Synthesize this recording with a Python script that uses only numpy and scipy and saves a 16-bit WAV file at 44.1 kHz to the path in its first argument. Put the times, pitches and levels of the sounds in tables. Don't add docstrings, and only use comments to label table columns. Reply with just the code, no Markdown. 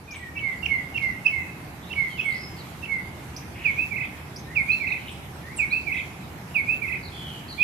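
import sys
import numpy as np
from scipy import signal
from scipy.fft import rfft, irfft, next_fast_len
from scipy.io import wavfile
from scipy.ndimage import uniform_filter1d, map_coordinates

SR = 44100
rng = np.random.default_rng(int(sys.argv[2]) if len(sys.argv) > 2 else 0)


def persist_wave(psi):
    counts = np.round(np.clip(psi, -1, 1) * 32767).astype(np.int16)
    wavfile.write(sys.argv[1], SR, np.atleast_2d(counts).T)


N = 336483


def amp(db):
    return 10 ** (np.asarray(db) / 20)


def unit_rms(x):
    return x / np.sqrt(np.mean(x ** 2) + 1e-20)


def log_interp(points, hz):
    knots_hz, values = np.transpose(points)
    return np.interp(np.log(hz + 1), np.log(knots_hz + 1), values)


def wobble(rate_hz, size):
    knots = rng.standard_normal(int(size * rate_hz / SR) + 4)
    return map_coordinates(knots, [np.arange(size) * rate_hz / SR])


def filtered(x, response):
    size = next_fast_len(N + SR // 2)
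    return irfft(rfft(x, size) * response(np.fft.rfftfreq(size, 1 / SR)), size)[..., :N]


def add(track, start_s, sound):
    part = track[max(round(start_s * SR), 0):][:len(sound)]
    part += sound[:len(part)]


def clock(length_s):
    return np.arange(int(length_s * SR)) / SR


def progress(length_s):
    return np.linspace(0, 1, int(length_s * SR))


# f/Hz, coherence/1
COHERENCE = [(40, 0.9), (70, 0.99), (170, 0.93), (350, 0.89), (700, 0.45), (1400, 0), (4000, 0),
             (12000, 0.0092)]
def stereo_noise(spectrum, patchy_db):
    def mid_side_gains(hz):
        angle = np.arccos(np.clip(log_interp(COHERENCE, hz), -1, 1)) / 2
        return amp(log_interp(spectrum, hz)) * [np.cos(angle), np.sin(angle)]

    bins = signal.stft(rng.standard_normal((2, N)), nperseg=512)[2]
    patches = uniform_filter1d(rng.standard_normal(bins.shape[1:]), 6, axis=0)
    patches = unit_rms(uniform_filter1d(patches, 14, axis=1))
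    pair = signal.istft(bins * amp(patchy_db * patches), nperseg=512)[1][:, :N]
    mid, side = filtered(pair, mid_side_gains)
    return unit_rms(np.array([mid + side, mid - side]))


# t/s, rumble/dB, hiss/dB
BACKGROUND_LEVELS = [(0, -44, -52.5), (.1, -44, -53), (.57, -40, -48), (7.63, -40, -47)]
# f/Hz, relative density/dB
RUMBLE_SPECTRUM = [(20, -24), (42, -20), (55, -7.5), (83, 0), (102, -5), (125, -1), (155, -2), (215, -7.5),
                   (340, -10), (520, -17.5), (800, -13.5), (1300, -21), (2200, -29), (4000, -73)]
# f/Hz, level/dB
ENGINE_DRONES = [(83, -48.5), (152, -54), (183, -53.5)]
# f/Hz, relative density/dB
HISS_SPECTRUM = [(300, -28), (1000, 8.5), (2300, 12.5), (3300, 5.5), (4500, 2), (6500, -0.5), (9500, -2.5),
                 (12300, 1.5), (14000, -8.5), (15700, -21)]
def traffic_and_hiss():
    t = np.arange(N) / SR
    knots_s, rumble_db, hiss_db = np.transpose(BACKGROUND_LEVELS)
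    traffic_db = np.interp(t, knots_s, rumble_db)
    rumble = amp(traffic_db) * stereo_noise(RUMBLE_SPECTRUM, patchy_db=0.63)
    drone = sum(amp(db) * np.sin(2 * np.pi * hz * t + 1.68 * wobble(9, N)) for hz, db in ENGINE_DRONES)
    drone *= amp(traffic_db - traffic_db.max())
    flicker_db = .5 * wobble(6, N) + .5 * wobble(40, N)
    hiss = amp(np.interp(t, knots_s, hiss_db) + flicker_db) * stereo_noise(HISS_SPECTRUM, patchy_db=2.1)
    return (rumble + drone) * amp([[-.6], [.6]]) + hiss * amp([[-2], [1.5]])


def scatter(x, decay, delay_s):
    hz, t, bins = signal.stft(rng.standard_normal((2, SR)), SR, nperseg=256)
    t60_s = log_interp(decay, hz)[:, None]
    tail = signal.istft(bins * amp(-60 * t / t60_s), SR, nperseg=256)[1]
    tail /= np.linalg.norm(tail[0])
    tail = np.pad(tail, ((0, 0), (int(delay_s * SR), 0)))
    return signal.fftconvolve(x[None], tail, axes=1)[:, :N]


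# f/Hz, T60/s
FOLIAGE_DECAY = [(1000, 1), (2500, 0.17), (8000, 0.15)]
# f/Hz, T60/s
WOODS_DECAY = [(1000, 1.6), (2500, 0.81), (8000, 0.53)]
def garden_reverb(near, far, high):
    leaves = scatter(amp(-10.5) * near + amp(-2) * far + amp(-3) * high, FOLIAGE_DECAY, delay_s=.005)
    woods = scatter(amp(-16.5) * near + amp(-5.5) * far + amp(-12) * high, WOODS_DECAY, delay_s=.034)
    return (leaves + woods) * amp([[-1.5], [.5]])


# delay/s, left/dB, right/dB
REFLECTIONS = [(.007, -20, -19), (.0125, -18, -15), (.022, -19, -18), (.031, -18, -18), (.044, -20, -20)]
def trunk_echoes(x):
    skews_s = rng.normal(0, 0.00017, (len(REFLECTIONS), 2, 1))
    return filtered(x, lambda hz: sum(
        amp([[left_db], [right_db]]) * np.exp(-2j * np.pi * hz * (delay_s + skew_s))
        for (delay_s, left_db, right_db), skew_s in zip(REFLECTIONS, skews_s)))


def direct_path(x, left_db, right_db, left_lead_s):
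    return filtered(x, lambda hz: np.array([
        amp(left_db) * np.exp(2j * np.pi * hz * left_lead_s),
        amp(right_db) * np.ones_like(hz)]))


# t/s, level/dB
TICKS = [(4.8344, -38), (5.1851, -39), (6.2113, -39), (6.3305, -35), (7.5294, -32)]
def ticks():
    out, t = np.zeros(N), clock(.02)
    for start_s, db in TICKS:
        add(out, start_s, amp(db - 9 - 60 * t / .008) * rng.standard_normal(len(t)))
    return filtered(out, lambda hz: amp(log_interp([(1000, -25), (4000, 0), (15000, -4)], hz)))


def syrinx(hz, overtone_db, jitter):
    phase = 2 * np.pi * np.cumsum(hz * (1 + jitter * wobble(410.6, len(hz)))) / SR
    return np.sin(phase) + amp(overtone_db) * np.sin(2 * phase)


def swell(u):
    return np.sin(np.pi * u).clip(0) ** 0.35


def trill(length_s, first_hz, last_hz, swing_hz, rate_hz):
    u = progress(length_s)
    cycle = 2 * np.pi * rate_hz * length_s * u + .9 * wobble(50, len(u))
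    pitch = first_hz + (last_hz - first_hz) * u + swing_hz * np.cos(cycle)
    return swell(u) * (1 + 0.48 * np.sin(cycle)) * syrinx(pitch, overtone_db=-40, jitter=0.0152)


# t/s, length/s, first/Hz, last/Hz, level/dB
FAR_SLURS = [(0.076, 0.099, 2480, 2144, -37.5), (0.194, 0.082, 1973, 1830, -39),
             (0.352, .088, 2300, 2207, -31.5), (2.095, 0.081, 3270, 2850, -42.5),
             (4.467, 0.1, 1790, 2310, -43.5), (4.715, 0.0242, 4010, 4440, -33.5),
             (5.432, 0.12, 1777, 2414, -42.5), (5.704, 0.031, 3880, 4730, -36.5)]
# t/s, level/dB
FAR_PIPS = [(.158, -41.5), (2.246, -41.5), (5.11, -45)]
# t/s, first/Hz, trill/dB, buzz length/s, buzz/dB
FAR_SONGS = [(2.08, 4550, -52, .12, -44.5), (2.564, 4610, -45.5, 0.1, -55), (4.878, 4190, -45.5, 0.14, -49),
             (7.028, 4500, -42, .28, -39.5), (7.482, 4590, -37.5, 0.11, -42)]
# t/s, length/s, first/Hz, last/Hz, level/dB, swing/Hz, rate/Hz
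CLIMBING_TRILL = [(2.305, .095, 4120, 5090, -45, 560, 52), (2.384, 0.107, 5050, 5240, -42.5, 120, 80)]
# t/s, length/s, centre/Hz, width/Hz, level/dB
FAR_RASPS = [(0.138, 0.023, 2890, 1150, -35), (1.02, 0.023, 4400, 1300, -45),
             (1.824, 0.11, 3660, 450, -47.5), (3.543, 0.2, 2430, 660, -39),
             (4.011, 0.083, 3090, 600, -46.5), (5.074, 0.034, 2900, 800, -37.5),
             (5.938, 0.08, 3260, 604, -41.5)]
PIP_S, PIP_HZ = 0.019, 8120
SONG_FALL, BUZZ_AFTER_S, BUZZ_RATIO = 0.12, .09, .755
def far_birds():
    out = np.zeros(N)
    for start_s, length_s, first_hz, last_hz, db in FAR_SLURS:
        u = progress(length_s)
        pitch = first_hz + (last_hz - first_hz) * u ** 1.45
        add(out, start_s, amp(db) * swell(u) * syrinx(pitch, overtone_db=-49, jitter=0.0032))
    for start_s, db in FAR_PIPS:
        u = progress(PIP_S)
        pitch = np.full(len(u), PIP_HZ)
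        add(out, start_s, amp(db) * swell(u) * syrinx(pitch, overtone_db=-49, jitter=0.012))
    for start_s, first_hz, trill_db, buzz_s, buzz_db in FAR_SONGS:
        last_hz = first_hz * (1 - SONG_FALL)
        add(out, start_s, amp(trill_db) * trill(0.064, first_hz, last_hz, swing_hz=272, rate_hz=47))
        buzz = trill(buzz_s, BUZZ_RATIO * first_hz, BUZZ_RATIO * last_hz, swing_hz=163, rate_hz=66)
        add(out, start_s + BUZZ_AFTER_S, amp(buzz_db) * buzz)
    for start_s, length_s, first_hz, last_hz, db, swing_hz, rate_hz in CLIMBING_TRILL:
        add(out, start_s, amp(db) * trill(length_s, first_hz, last_hz, swing_hz, rate_hz))
    for start_s, length_s, centre_hz, width_hz, db in FAR_RASPS:
        u = progress(length_s)
        pitch = centre_hz + width_hz / 2 * wobble(1200, len(u))
        strength = swell(u) * wobble(488, len(u))
        add(out, start_s, amp(db) * strength * syrinx(pitch, overtone_db=-36, jitter=0.018))
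    return out


def glide(t, target_hz, start_ratio, settle_s, steep):
    return target_hz * (1 + (start_ratio - 1) * np.exp(-(t / settle_s) ** steep))


def envelope(t, attack_s, hold_s, decay_s, sag_db, release_s):
    rise_db = -22 * np.clip(1 - t / attack_s, 0, 1) ** 1.39
    fall_db = -sag_db * np.clip((t - attack_s - hold_s) / decay_s, 0, 1)
    gate = np.clip(np.minimum(t / 0.001, (t[-1] - t) / release_s), 0, 1)
    return amp(rise_db + fall_db) * gate


def note(pitch, strength, overtone_db, jitter, flutter_db):
    return strength * amp(flutter_db * wobble(96.5, len(pitch))) * syrinx(pitch, overtone_db, jitter)


# t/s, length/s, top/Hz, level/dB
ARCH_CALLS = [(.11, 0.039, 6550, -37), (3.364, 0.023, 6100, -30), (4.361, 0.046, 6270, -32)]
# t/s, length/s, target/Hz, level/dB
SWOOPS = [(5.558, 0.04, 7430, -33.5)]
def small_bird():
    out = np.zeros(N)
    for start_s, length_s, hz, db in ARCH_CALLS:
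        t = clock(length_s)
        pitch = glide(t, hz, start_ratio=.73, settle_s=0.14 * length_s, steep=1.25)
        strength = envelope(t, attack_s=.00047, hold_s=.00034, decay_s=.018, sag_db=17, release_s=.003)
        add(out, start_s, amp(db) * note(pitch, strength, overtone_db=-16.5, jitter=.016, flutter_db=.5))
    for start_s, length_s, hz, db in SWOOPS:
        t = clock(length_s)
        pitch = glide(t, hz, start_ratio=1.47, settle_s=0.013, steep=2.23)
        strength = envelope(t, attack_s=.014, hold_s=.0072, decay_s=.008, sag_db=6, release_s=.0095)
        add(out, start_s, amp(db) * note(pitch, strength, overtone_db=-26, jitter=.005, flutter_db=1))
    return out


def chip(hz, length_s=0.0358, bend=0.107):
    t = clock(length_s)
    pitch = hz * (1 + bend * (2 * t / length_s - .97) ** 2)
    strength = envelope(t, attack_s=.022, hold_s=.0032, decay_s=.0054, sag_db=19, release_s=.0054)
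    return note(pitch, strength, overtone_db=-31, jitter=0.0032, flutter_db=-3.5)


def flick(first_hz=3023, length_s=.015, fall=0.38):
    t = clock(length_s)
    pitch = first_hz * (1 - fall * (t / length_s) ** 2.7)
    rasp = 1 + .028 * wobble(700, len(t))
    strength = envelope(t, attack_s=.005, hold_s=.006, decay_s=.004, sag_db=1, release_s=.003)
    return note(pitch * rasp, strength, overtone_db=-25.5, jitter=0.022, flutter_db=4)


def whistle(hz, length_s=.15, fall=0.1457, scoop_s=0.0051):
    t = clock(length_s)
    scoop = 0.06 * np.exp(-t / scoop_s)
    pitch = hz * (1 + fall * (.39 - t / length_s) - scoop)
    strength = envelope(t, attack_s=.036, hold_s=.027, decay_s=.067, sag_db=16, release_s=.0076)
    return note(pitch, strength, overtone_db=-37, jitter=0.0042, flutter_db=1.8)


def downslur(target_hz, length_s=0.075, fade_in_s=0.016):
    t = clock(length_s)
    pitch = glide(t, target_hz, start_ratio=1.377, settle_s=.027, steep=1.28)
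    strength = envelope(t, attack_s=.028, hold_s=.0011, decay_s=.0043, sag_db=6.5, release_s=.0053)
    strength *= np.clip(t / fade_in_s, 0, 1)
    return note(pitch, strength, overtone_db=-35, jitter=0.0018, flutter_db=0.5)


def upslur(length_s=0.0796):
    t = clock(length_s)
    pitch = glide(t, target_hz=2630, start_ratio=.895, settle_s=0.367 * length_s, steep=2.4)
    strength = envelope(t, attack_s=.34 * length_s, hold_s=.06 * length_s, decay_s=.21 * length_s,
                        sag_db=8.5, release_s=.067 * length_s)
    return note(pitch, strength, overtone_db=-39, jitter=.002, flutter_db=.8)


# position/share of the warble, level/dB
WARBLE_CRESTS = [(.43, -0.5), (0.689, -1.5), (.89, -16.5)]
def warble(length_s, low_hz=2010, lead_hz=2330, crest_hz=2620, sink=0.041):
    t = clock(length_s)
    u = t / length_s
    lead = np.exp(-(u / .25) ** 3)
    positions, levels_db = np.transpose(WARBLE_CRESTS)
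    positions = positions + rng.normal(0, .006, len(positions))
    crests = [np.exp(-np.abs((u - at) / .062) ** 1.99) for at in positions]
    pitch = low_hz + (lead_hz - low_hz) * lead + (crest_hz - low_hz) * sum(crests)
    pitch *= 1 + sink * (.5 - u)
    accents = sum(amp(db) * crest for db, crest in zip(levels_db, crests))
    effort = amp(-7) + amp(-10) * lead + amp(-5) * accents
    strength = effort * envelope(t, attack_s=.012, hold_s=.12, decay_s=.062, sag_db=4.5, release_s=.0021)
    return note(pitch, strength, overtone_db=-40, jitter=.013, flutter_db=2)


# t/s, chip/Hz, chip/dB, flick/dB, whistle/Hz, whistle/dB
CALLS = [(.358, 2630, -21, -30, 2135, -19.5), (.623, 2730, -21, -18.5, 2140, -16.5),
         (.941, 2700, -18.5, -21, 2113, -18), (1.245, 2576, -15.5, -27, 2141, -19.5),
         (1.896, 2675, -24, -22, 2164, -16.5), (2.178, 2560, -13.5, -27, 2154, -17.5),
         (2.82, 2646, -26.5, -29, 2151, -19.5)]
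# t/s, downslur target/Hz, downslur/dB, upslur/dB
SLUR_PAIRS = [(3.637, 2157, -10.5, -14.5), (4.548, 2110, -10.5, -11.5), (5.578, 2166, -11.5, -13.5),
              (6.54, 2146, -11, -12.5)]
# t/s, length/s, level/dB
WARBLES = [(3.903, .16, -21.5), (4.794, .19, -20), (5.862, .16, -20), (6.812, .17, -20.5)]
# t/s, length/s, level/dB
LONE_UPSLURS = [(7.579, 0.1256, -10.5)]
FLICK_AFTER_S, WHISTLE_AFTER_S, UPSLUR_AFTER_S = .03, .057, .13
def singer():
    out = np.zeros(N)
    for start_s, chip_hz, chip_db, flick_db, whistle_hz, whistle_db in CALLS:
        add(out, start_s, amp(chip_db) * chip(chip_hz))
        add(out, start_s + FLICK_AFTER_S, amp(flick_db) * flick())
        add(out, start_s + WHISTLE_AFTER_S, amp(whistle_db) * whistle(whistle_hz))
    for start_s, down_hz, down_db, up_db in SLUR_PAIRS:
        add(out, start_s, amp(down_db) * downslur(down_hz))
        add(out, start_s + UPSLUR_AFTER_S, amp(up_db) * upslur())
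    for start_s, length_s, db in WARBLES:
        add(out, start_s, amp(db) * warble(length_s))
    for start_s, length_s, db in LONE_UPSLURS:
        add(out, start_s, amp(db) * upslur(length_s))
    return out


def scene():
    near, far, high = singer(), far_birds(), small_bird()
    direct = direct_path(near, left_db=-11.5, right_db=0.5, left_lead_s=-45e-6)
    direct += direct_path(far, left_db=-1.5, right_db=-1.5, left_lead_s=40e-6)
    direct += direct_path(high + ticks(), left_db=-2, right_db=1, left_lead_s=0)
    return direct + garden_reverb(near, far, high) + trunk_echoes(near + high) + traffic_and_hiss()


BAND_LIMIT_HZ = 15680
def record(dry):
    return filtered(dry, lambda hz: hz < BAND_LIMIT_HZ)


dry = scene()
out = record(dry)
persist_wave(out)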